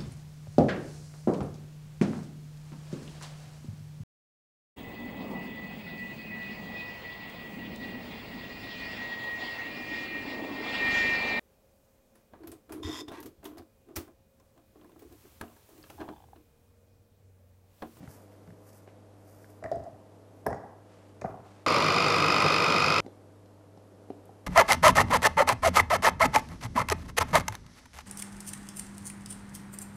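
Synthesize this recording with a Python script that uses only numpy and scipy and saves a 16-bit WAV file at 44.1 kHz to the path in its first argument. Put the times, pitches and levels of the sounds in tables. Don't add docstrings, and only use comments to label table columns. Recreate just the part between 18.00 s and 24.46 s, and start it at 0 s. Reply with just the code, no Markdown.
import sys
import numpy as np
from scipy import signal
from scipy.fft import rfft, irfft, next_fast_len
from scipy.io import wavfile

SR = 44100
rng = np.random.default_rng(int(sys.argv[2]) if len(sys.argv) > 2 else 0)


def magnitude_from_level(level_db):
    exponent = np.asarray(level_db, float) / 20
    return 10 ** exponent


def master_out(mix):
    frames = np.transpose(np.atleast_2d(mix))
    ceiling = np.clip(frames, -1, 1)
    pcm = np.round(ceiling * 32767).astype(np.int16)
    wavfile.write(sys.argv[1], SR, pcm)


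N = 285062
T = np.arange(N) / SR


def rms_one(x):
    return x / np.sqrt(np.mean(x ** 2) + 1e-20)


def in_time(rows):
    seconds, *columns = np.transpose(rows)
    return [np.interp(T, seconds, column) for column in columns]


def at_hz(points, hz):
    point_hz, values = np.transpose(points)
    return np.interp(np.log(np.maximum(hz, 1)), np.log(point_hz), values)


def drift(rate_hz):
    r = np.exp(-20 * np.pi * rate_hz / SR)
    noise = rng.standard_normal(N // 10 + 5002)
    slow = signal.lfilter([1], [1, -2 * r, r * r], noise)[5000:]
    return np.interp(np.arange(N) / 10, np.arange(len(slow)), rms_one(slow))


def coloured(x, spectrum, peaks=()):
    hz = np.fft.rfftfreq(N, 1 / SR)
    boosts = sum(boost / (1 + (2 * (hz - centre) / width) ** 2) for centre, width, boost in peaks)
    db = at_hz(spectrum, hz) + boosts
    inside = hz > spectrum[0][0] / 2
    return rms_one(irfft(rfft(x) * magnitude_from_level(db) * inside, N))


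def grains(per_s, spread_db):
    uneven_db = spread_db * np.minimum(rng.exponential(1, N), 5)
    sizes = magnitude_from_level(uneven_db) * rng.standard_normal(N)
    return sizes * (rng.random(N) < per_s / SR)


def resonance(x, hz, width_hz):
    edges = [hz - width_hz / 2, hz + width_hz / 2]
    return rms_one(signal.sosfilt(signal.butter(2, edges, "band", fs=SR, output="sos"), x))


def add(out, at_s, db, hz, t60, rise_s):
    start = int(at_s * SR)
    t = T[:min(int(1.2 * t60 * SR), N - start)]
    swell = (1 - np.exp(-t / rise_s)) ** 2
    out[start:start + len(t)] += magnitude_from_level(db - 60 * t / t60) * swell * np.sin(2 * np.pi * hz * t)


# frequency in Hz, time to fall by 60 dB in seconds.
KITCHEN_DECAY = [(100, 0.47), (700, 0.73), (1800, 0.7), (5000, 0.57), (12000, 0.039)]


def kitchen(x):
    size = next_fast_len(N + SR)
    edges, tail = 60 * 2.0 ** np.arange(0, 8.1, .5), np.zeros(SR)
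    for low, high in zip(edges, edges[1:]):
        sos = signal.butter(2, [low, high], "band", fs=SR, output="sos")
        band = signal.sosfilt(sos, rng.standard_normal(SR))
        tail += band * magnitude_from_level(-60 * T[:SR] / at_hz(KITCHEN_DECAY, np.sqrt(low * high)))
    tail *= np.clip(T[:SR] / 0.015, 0, 1) / np.sqrt(np.sum(tail ** 2))
    return irfft(rfft(x, size) * rfft(tail, size), size)[:N]


# frequency in Hz, relative density in dB.
AIR_COLOUR = [(30, -10), (50, -18.5), (75, -19), (100, -16), (200, -6), (330, -9.5), (520, -7.5),
              (700, -12.5), (1100, -20), (2100, -31), (4000, -35.5), (12500, -39), (13300, -54.5),
              (16000, -71.5)]
# frequency in Hz, relative level in dB.
FRIDGE_LINES = [(50.05, -22), (100.1, -1.5), (300.3, -8), (421, -13.5), (500.5, -13), (640, -14)]
AIR_DB, HUM_DB = -57.5, -56.5


def room_tone():
    hum = 0
    for hz, db in FRIDGE_LINES:
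        level = np.sqrt(2) * magnitude_from_level(db + 0.86 * drift(3.1))
        hum = hum + level * np.sin(2 * np.pi * hz * T + 0.45 * drift(3.3))
    air = coloured(rng.standard_normal(N), AIR_COLOUR)
    return magnitude_from_level(AIR_DB + .5 * drift(0.65)) * air + magnitude_from_level(HUM_DB) * hum


SWELL_DB_PER_S, FADE_DB_PER_S = 148, 149


def rustle(moves, colour, per_s):
    level = 0
    for at, hold, db in moves:
        swell_db = SWELL_DB_PER_S * np.maximum(at - T, 0)
        fade_db = FADE_DB_PER_S * np.maximum(T - at - hold, 0)
        level = level + magnitude_from_level(db - swell_db - fade_db)
    return level * magnitude_from_level(1.3 * drift(25)) * coloured(grains(per_s, spread_db=1.0), colour)


# start of the hold in seconds, hold in seconds, level in dB.
SLEEVE_MOVES = [(0.02, 0.042, -66), (0.15, 0.033, -79), (0.32, 0.034, -77), (0.46, 0.06, -78),
                (0.885, 0.025, -73.5), (2.89, 0.1, -69), (3.06, 0.11, -72.5), (3.46, 0.16, -66)]
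# frequency in Hz, relative density in dB.
CLOTH_COLOUR = [(1200, 7.5), (2500, 2), (6000, -5.5), (9000, -8), (13000, -49)]


def sleeve():
    return rustle(SLEEVE_MOVES, CLOTH_COLOUR, per_s=17000)


# start of the hold in seconds, hold in seconds, level in dB.
PEEL_MOVES = [(0.11, 0.041, -60), (0.33, 0.022, -75.5), (0.47, 0.01, -75), (0.68, 0.094, -63.5),
              (1.27, 0.26, -67), (2.37, 0.03, -77)]
# frequency in Hz, relative density in dB.
SKIN_COLOUR = [(1470, -0.5), (2500, -9), (3790, -23), (4710, -5.5), (8260, -6.5), (12600, -4.5),
               (15800, -9)]


def peel():
    return rustle(PEEL_MOVES, SKIN_COLOUR, per_s=7100)


# start in seconds, peak level in
# dB (roughly), centre in Hz.
WET_TICKS = [(0.0776, -58, 8790), (0.164, -57, 6920), (0.3294, -66, 5140), (0.4734, -61, 4200),
             (0.6924, -53, 4710), (0.7794, -52, 8660), (0.8776, -61, 2300), (0.888, -52, 1590),
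             (1.2964, -60, 8860), (1.6386, -45, 5100), (1.715, -41, 4500), (1.757, -53, 5500),
             (1.838, -51.5, 5240), (2.464, -40, 4500), (2.4654, -30.5, 11500), (2.5054, -51, 6470),
             (2.529, -50, 5040), (2.545, -51, 4800), (3.214, -43, 4930), (5.0632, -48.5, 3670),
             (5.458, -56, 3880), (5.774, -56, 3760), (6.103, -51.5, 2830), (6.255, -53, 8880)]
TICK_DECAY_S = 0.0041


def ticks():
    out = np.zeros(N)
    for (at, db, hz), hiss in zip(WET_TICKS, rng.standard_normal((len(WET_TICKS), 3000))):
        band = signal.butter(2, [hz / 1.25, min(hz * 1.59, 16000)], "band", fs=SR)
        burst = rms_one(signal.lfilter(*band, hiss)) * np.exp(-T[:3000] / TICK_DECAY_S)
        start = int(at * SR)
        out[start:start + 3000] += magnitude_from_level(db - 8) * burst
    return out


# start in seconds, base level in dB,
# pitch in Hz, then overtone and edge, both in dB relative to the base level (fixed offsets follow below).
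SOFT_KNOCKS = [(0.005, -45, 165, -14, -23), (0.029, -41, 260, -11, -20), (0.018, -47, 190, -20, -22),
               (0.04, -43, 232, -24, -14), (0.076, -42, 132, -14, -8), (0.322, -53, 336, -6, -3),
               (0.476, -48, 168, -25, -5.5), (0.488, -45, 179, -25, -25), (0.505, -53.5, 170, -8, -2),
               (0.523, -49, 200, -16, -25), (0.876, -39, 496, -9.5, -10), (1.444, -55, 290, -9, 3.5),
               (5.047, -43, 264, -6, -26.5), (5.063, -33.5, 371, -11, -20), (5.08, -35, 513, -24, -36),
               (5.331, -63.5, 300, -7, -26), (5.773, -48.5, 280, -1.5, -24), (6.102, -26, 388, -10, -29),
               (6.292, -49.5, 290, 6, -37)]
OVERTONE_HZ, OVERTONE_SCATTER = 760, .03
EDGE_SNAP = 8
EDGE_LOW_HZ, EDGE_HIGH_HZ, EDGE_DECAY_S = 1200, 1990, 0.002


def knocks():
    out = np.zeros(N)
    luck = rng.normal(0, 1, (len(SOFT_KNOCKS), 1001))
    for (at, db, hz, over, edge), (scatter, *hiss) in zip(SOFT_KNOCKS, luck):
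        add(out, at, db + 1.5, hz, 14.7 / hz, rise_s=0.00075)
        add(out, at, db + 7.5, 0.767 * hz, 10.0 / hz, rise_s=0.0022)
        overtone_hz = OVERTONE_HZ * (1 + OVERTONE_SCATTER * scatter)
        add(out, at, db + over + 5.5, overtone_hz, .035, rise_s=0.001)
        click_and_hiss = np.r_[EDGE_SNAP, hiss[1:]]
        scrape = resonance(click_and_hiss, (EDGE_LOW_HZ + EDGE_HIGH_HZ) / 2, EDGE_HIGH_HZ - EDGE_LOW_HZ)
        start = int(at * SR)
        out[start:start + 1000] += magnitude_from_level(db + edge) * scrape * np.exp(-T[:1000] / EDGE_DECAY_S)
    return out


# start in seconds, level in dB,
# decay in dB per second, brightness in dB per octave.
SETTLING_FALLS = [(1.642, -52.5, 81, 2), (2.468, -42.5, 73.5, -3.5), (3.25, -50, 63.5, 0.5)]
# frequency in Hz, relative density in dB.
CONTACT_COLOUR = [(250, 0), (500, -10), (800, 3), (1200, 0.5), (1500, -9), (1900, -19.5), (2400, -23),
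                  (4000, -35.5)]
# start in seconds, peak level in dB,
# frequency in Hz, time to fall by 60 dB in seconds.
PINGS = [(1.651, -42, 1140, 0.023), (1.716, -43, 5460, 0.013), (1.639, -46, 1880, 0.027),
         (1.659, -31.5, 1820, 0.022), (2.465, -25, 1645, 0.027), (2.465, -21.5, 934, 0.027),
         (2.487, -45, 1620, 0.031), (2.51, -42, 1820, .02), (2.527, -36.5, 1930, .03),
         (2.529, -35, 1430, .02), (2.543, -45, 1830, .02), (3.215, -39, 2410, .022),
         (3.218, -45, 2060, 0.029), (3.247, -22.5, 182, 0.037), (3.247, -37, 1500, 0.022),
         (3.256, -41, 1190, 0.037), (3.276, -40.5, 950, .025), (3.289, -44.5, 1350, .025),
         (3.3, -41, 1080, .025), (3.311, -46, 1400, .02)]


def settling():
    out = np.zeros(N)
    for at, db, loss_db, tilt_db in SETTLING_FALLS:
        colour = [(hz, level + tilt_db * np.log2(hz / 800)) for hz, level in CONTACT_COLOUR]
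        envelope = np.clip((T - at) / 0.0053, 0, 1) * magnitude_from_level(db - loss_db * np.maximum(T - at, 0))
        out += envelope * coloured(grains(1400, spread_db=2.3), colour)
    for at, db, hz, t60 in PINGS:
        add(out, at, db, hz, t60, rise_s=0.00076)
    return out


# start in seconds, base level in dB, cavity pitch in Hz,
# then low thud and wall ring, both in dB relative to the base level.
CONTACTS = [(1.625, -34, 637, -8, -17), (1.64, -33, 734, -4, -3), (1.651, -27.5, 633, -12, -28),
            (1.66, -33.5, 627, -27, -11), (1.715, -20, 611, -27, -40), (1.723, -22.5, 682, -12, -27),
            (1.734, -32.5, 660, -12, -33), (1.745, -35, 674, -20, -39), (1.761, -29.5, 661, -3, -40),
            (1.78, -36, 634, -10, -35), (1.801, -40, 655, 3.5, -22), (1.84, -42, 680, -28, -36),
            (1.855, -36.5, 672, -22, -31), (1.864, -37, 720, -24, -33), (1.874, -36.5, 670, -8, -34),
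            (1.888, -44, 680, -22, -36), (1.922, -46, 670, 1, -36), (1.944, -43, 705, -14, -29),
            (2.458, -36, 710, 2, -18), (2.464, -17, 708, -9, -11), (2.469, -20, 714, -6, -9),
            (2.483, -23, 654, -22, -31), (2.504, -28, 826, -23, -31), (2.511, -29, 505, 1, -24),
            (2.528, -25.5, 730, -31, -10.5), (2.544, -30.5, 563, -10, -25), (2.563, -33.5, 800, -16, -27),
            (2.598, -41, 600, -5, -25), (2.636, -37, 744, -11, -28), (2.66, -40, 800, -26, -23),
            (2.694, -42, 724, -16, -22), (3.213, -46, 800, -23, -1), (3.218, -27, 594, -10, -11),
            (3.242, -25, 625, -10, -13), (3.2462, -16.5, 706, -30.5, -27), (3.257, -25, 740, -28, -10),
            (3.269, -37, 634, -11, -18), (3.289, -33.5, 635, -1, -22), (3.309, -43, 690, 0.5, -16),
            (3.325, -45, 664, -3, -16), (3.342, -31, 730, -10, -30), (3.355, -41, 710, -17, -14),
            (3.394, -48, 710, 4, -12)]
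# frequency in Hz, relative level in dB,
# time to fall by 60 dB in seconds.
BOWL_MODES = [(81, -3, 0.14), (109.7, 7.5, 0.066), (177, -8, 0.12), (272, 3.5, 0.046), (393, -0.5, 0.058),
              (494, -3.5, 0.05), (922, 10, 0.0091), (1070, -0.5, 0.016), (1285, -9.5, 0.047),
              (1686, 1.5, 0.023), (1890, 2, 0.023), (2250, -10, 0.033), (2920, -25, 0.0096),
              (5080, -12, 0.012)]
EMPTY_RING_S, RING_LOSS_PER_S = 0.05, 0.5
WALL_DULLING_DB_PER_S = 6.5


def drops():
    out = np.zeros(N)
    luck = rng.normal(0, 1, (len(CONTACTS), len(BOWL_MODES)))
    for (at, peak, cavity_hz, thud, wall), chances in zip(CONTACTS, luck):
        filling_s = at - CONTACTS[0][0]
        ring_s = EMPTY_RING_S * np.exp(-RING_LOSS_PER_S * filling_s)
        dulled_db = WALL_DULLING_DB_PER_S * filling_s
        cavity_db = peak + 3.25 - 0.022 * (wall + 40)
        add(out, at, cavity_db, cavity_hz, ring_s, rise_s=0.00073)
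        balance = [(300, thud), (650, 0), (1300, wall), (2000, wall - dulled_db)]
        for (hz, db, t60), chance in zip(BOWL_MODES, chances):
            mode_db = peak + at_hz(balance, hz) + db - 2.0 + 1.9 * chance
            add(out, at, mode_db, hz * (1 + 0.04 * chance), t60, rise_s=0.65 / hz)
    return out


MAINS_HZ, PULSE_AT_S = 50.04, 4.1443
WEAK_PULSE = 0.05
PULSE_TAIL_S, PULSE_TAIL = 0.005, 0.15


def pulse(lag_s, sharp, rest, tail=0):
    swing = np.cos(2 * np.pi * MAINS_HZ * (T - PULSE_AT_S - lag_s))
    push = np.exp(sharp * (swing - 1)) + WEAK_PULSE * np.exp(-sharp * (swing + 1))
    r = np.exp(-1 / (PULSE_TAIL_S * SR))
    ringing = signal.lfilter([1 - r], [1, -r], push)
    return rms_one(rest + push + tail * ringing)


# time in seconds, rate in Hz.
MESH_SPEED = [(3.66, 1163), (3.86, 1169), (3.95, 1219), (4.06, 1227), (4.12, 1213), (4.22, 1212),
              (4.26, 1240), (4.33, 1251), (4.39, 1222), (4.43, 1239), (4.74, 1238), (4.8, 1245),
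              (5.0, 1247)]
PARTIAL_MULTIPLES = [1, 2, 3, 4, 5, 6, .84, 1.656]
# relative level in dB, lag behind the current pulse in seconds,
# gain with speed in dB per Hz.
PARTIALS = [(3.6, .0024, .008), (0, -.0002, .07), (-9.5, .0006, .03), (-5.5, .0006, .04),
            (-25, -.0004, .035), (-25, -.0004, -.01), (-12, .0016, .0), (-26, -.002, .035)]
FREE_HZ = 1236
GEAR_TAIL = 0.9
GLIDE_HZ, GLIDE_LEAD_S = 45, .001


def gear_teeth(mesh_hz):
    mains_turn = 2 * np.pi * MAINS_HZ * (T - PULSE_AT_S)
    ripple_hz = (11 + .4 * (FREE_HZ - mesh_hz)) * np.cos(mains_turn - 2 * np.pi * MAINS_HZ * .002)
    phase = 2 * np.pi * np.cumsum(mesh_hz * (1 + .0018 * drift(8)) + ripple_hz) / SR
    glide = GLIDE_HZ / MAINS_HZ * np.sin(mains_turn + 2 * np.pi * MAINS_HZ * GLIDE_LEAD_S)
    teeth = 0
    for multiple, (db, lag, per_hz) in zip(PARTIAL_MULTIPLES, PARTIALS):
        level = magnitude_from_level(db + per_hz * (mesh_hz - FREE_HZ) + 0.4 * drift(40))
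        throb = pulse(lag, 3.4 * np.sqrt(np.sqrt(multiple)), .03, GEAR_TAIL / np.sqrt(multiple))
        tone = np.sin(multiple * phase + glide * (multiple == 1) + 0.4 * drift(25))
        teeth = teeth + level * throb * tone
    return teeth


# frequency in Hz, relative density in dB.
GRIND_COLOUR = [(500, -32), (800, -46), (1250, -14.5), (1700, -22), (2050, -17.5), (2450, -15),
                (2900, -20.5), (3400, -24), (3750, -21.5), (4050, -30), (4400, -20.5), (5000, -18),
                (5700, -26.5), (6600, -30.5), (8200, -45.5), (10500, -44.5), (15800, -54.5)]
# centre in Hz, width in Hz, boost in dB.
HOUSING_PEAKS = [(6560, 350, -4), (7150, 360, 6.5), (8990, 280, 9), (12200, 344, -2.5)]


def grinding(uneven):
    throb = pulse(-0.00038, sharp=4.3, rest=0.69, tail=PULSE_TAIL)
    return coloured(rng.standard_normal(N) * throb * uneven, GRIND_COLOUR, HOUSING_PEAKS)


# centre in Hz, width in Hz,
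# level in dB rms, lag in seconds, steady part relative to the strong pulse.
RATTLES = [(1305, 300, -34.5, -0.0056, 2), (2440, 360, -40, -0.033, 2.5), (2042, 213, -40, -0.0105, 1.3),
           (2870, 820, -41.5, -0.0083, 2.8), (4245, 296, -43.5, .0095, 0.35)]


def rattling():
    out = np.zeros(N)
    for hz, width, db, lag, steady in RATTLES:
        shaken = rng.standard_normal(N) * pulse(lag, sharp=1.7, rest=steady)
        out += magnitude_from_level(db) * resonance(shaken, hz, width)
    return out


# frequency in Hz, relative density in dB.
SPARK_COLOUR = [(3000, -27.5), (6000, -11.5), (8500, 9), (11000, 0.5), (15800, -8.5)]


def brush_sparks():
    return coloured(grains(3000, spread_db=0.0) * pulse(-.001, sharp=4.2, rest=0.14), SPARK_COLOUR)


# frequency in Hz, relative density in dB.
CHURN_COLOUR = [(24, -52.5), (40, -21), (65, -16.5), (87, -12), (123, -7), (151, 1.5), (214, -6),
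                (479, -0.5), (857, -5.5), (1050, 0.5), (1430, -21), (2420, -120)]


def churning():
    return coloured(grains(9000, spread_db=2.26) * pulse(0.0057, sharp=0.8, rest=7.2), CHURN_COLOUR)


# frequency in Hz, level in dB rms (before its slow wander).
MOTOR_LINES = [(100.1, -46), (150.1, -44), (301, -48.5), (421, -49.5), (474, -43.5)]


def motor_hum():
    out = np.zeros(N)
    for hz, db in MOTOR_LINES:
        level = np.sqrt(2) * magnitude_from_level(db + 0.61 * drift(11))
        out += level * np.sin(2 * np.pi * hz * T + 0.85 * drift(2.6))
    return out


# moment in seconds, surge of churning in dB.
FRUIT_LUMPS = [(3.76, 4.5), (3.97, 3.5), (4.46, 5.5), (4.75, 3), (4.92, -1.5)]
LUMP_S, LUMP_MUTES_MESH = 0.015, 0.34
MESH_DB, GRIND_DB, CHURN_DB, SPARKS_DB = -30.5, -32, -29, -55.5


def motor():
    mesh_hz, = in_time(MESH_SPEED)
    surge_db = sum(db * np.exp(-((T - at) / LUMP_S) ** 2) for at, db in FRUIT_LUMPS)
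    uneven = magnitude_from_level(0.5 * drift(34))
    gears = magnitude_from_level(MESH_DB - LUMP_MUTES_MESH * surge_db) * gear_teeth(mesh_hz) * uneven
    grind = magnitude_from_level(GRIND_DB) * grinding(uneven)
    sparks = magnitude_from_level(SPARKS_DB) * brush_sparks()
    churn = magnitude_from_level(CHURN_DB + surge_db) * churning()
    return gears + grind + rattling() + sparks + churn + motor_hum()


MOTOR_ON_S, MOTOR_OFF_S = 3.6625, 5.0045


def scene():
    falling, soft, bright, running = drops() + settling(), knocks(), ticks(), motor()
    wet = kitchen(magnitude_from_level(-12.0) * falling + magnitude_from_level(-14.5) * soft + magnitude_from_level(-6.5) * bright)
    fed = (T > MOTOR_ON_S - .4) * (T < MOTOR_OFF_S)
    cut_in = np.clip((T - MOTOR_ON_S) / 0.00062, 0, 1)
    cut_out = np.clip((MOTOR_OFF_S - T) / 0.0019, 0, 1)
    motor_heard = cut_in * cut_out * (running + magnitude_from_level(-17) * kitchen(running * fed))
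    return (falling + soft + bright + wet + peel() + sleeve() + motor_heard + room_tone())[None]


def low_pass(x):
    return signal.sosfilt(signal.butter(12, 16490, fs=SR, output="sos"), x)


def record(dry):
    no_top = signal.sosfilt(signal.cheby2(12, 60, 15950, fs=SR, output="sos"), dry)
    mix = signal.sosfilt(signal.butter(3, 45, "high", fs=SR, output="sos"), no_top)
    return low_pass(mix)


dry = scene()
out = record(dry)
master_out(out)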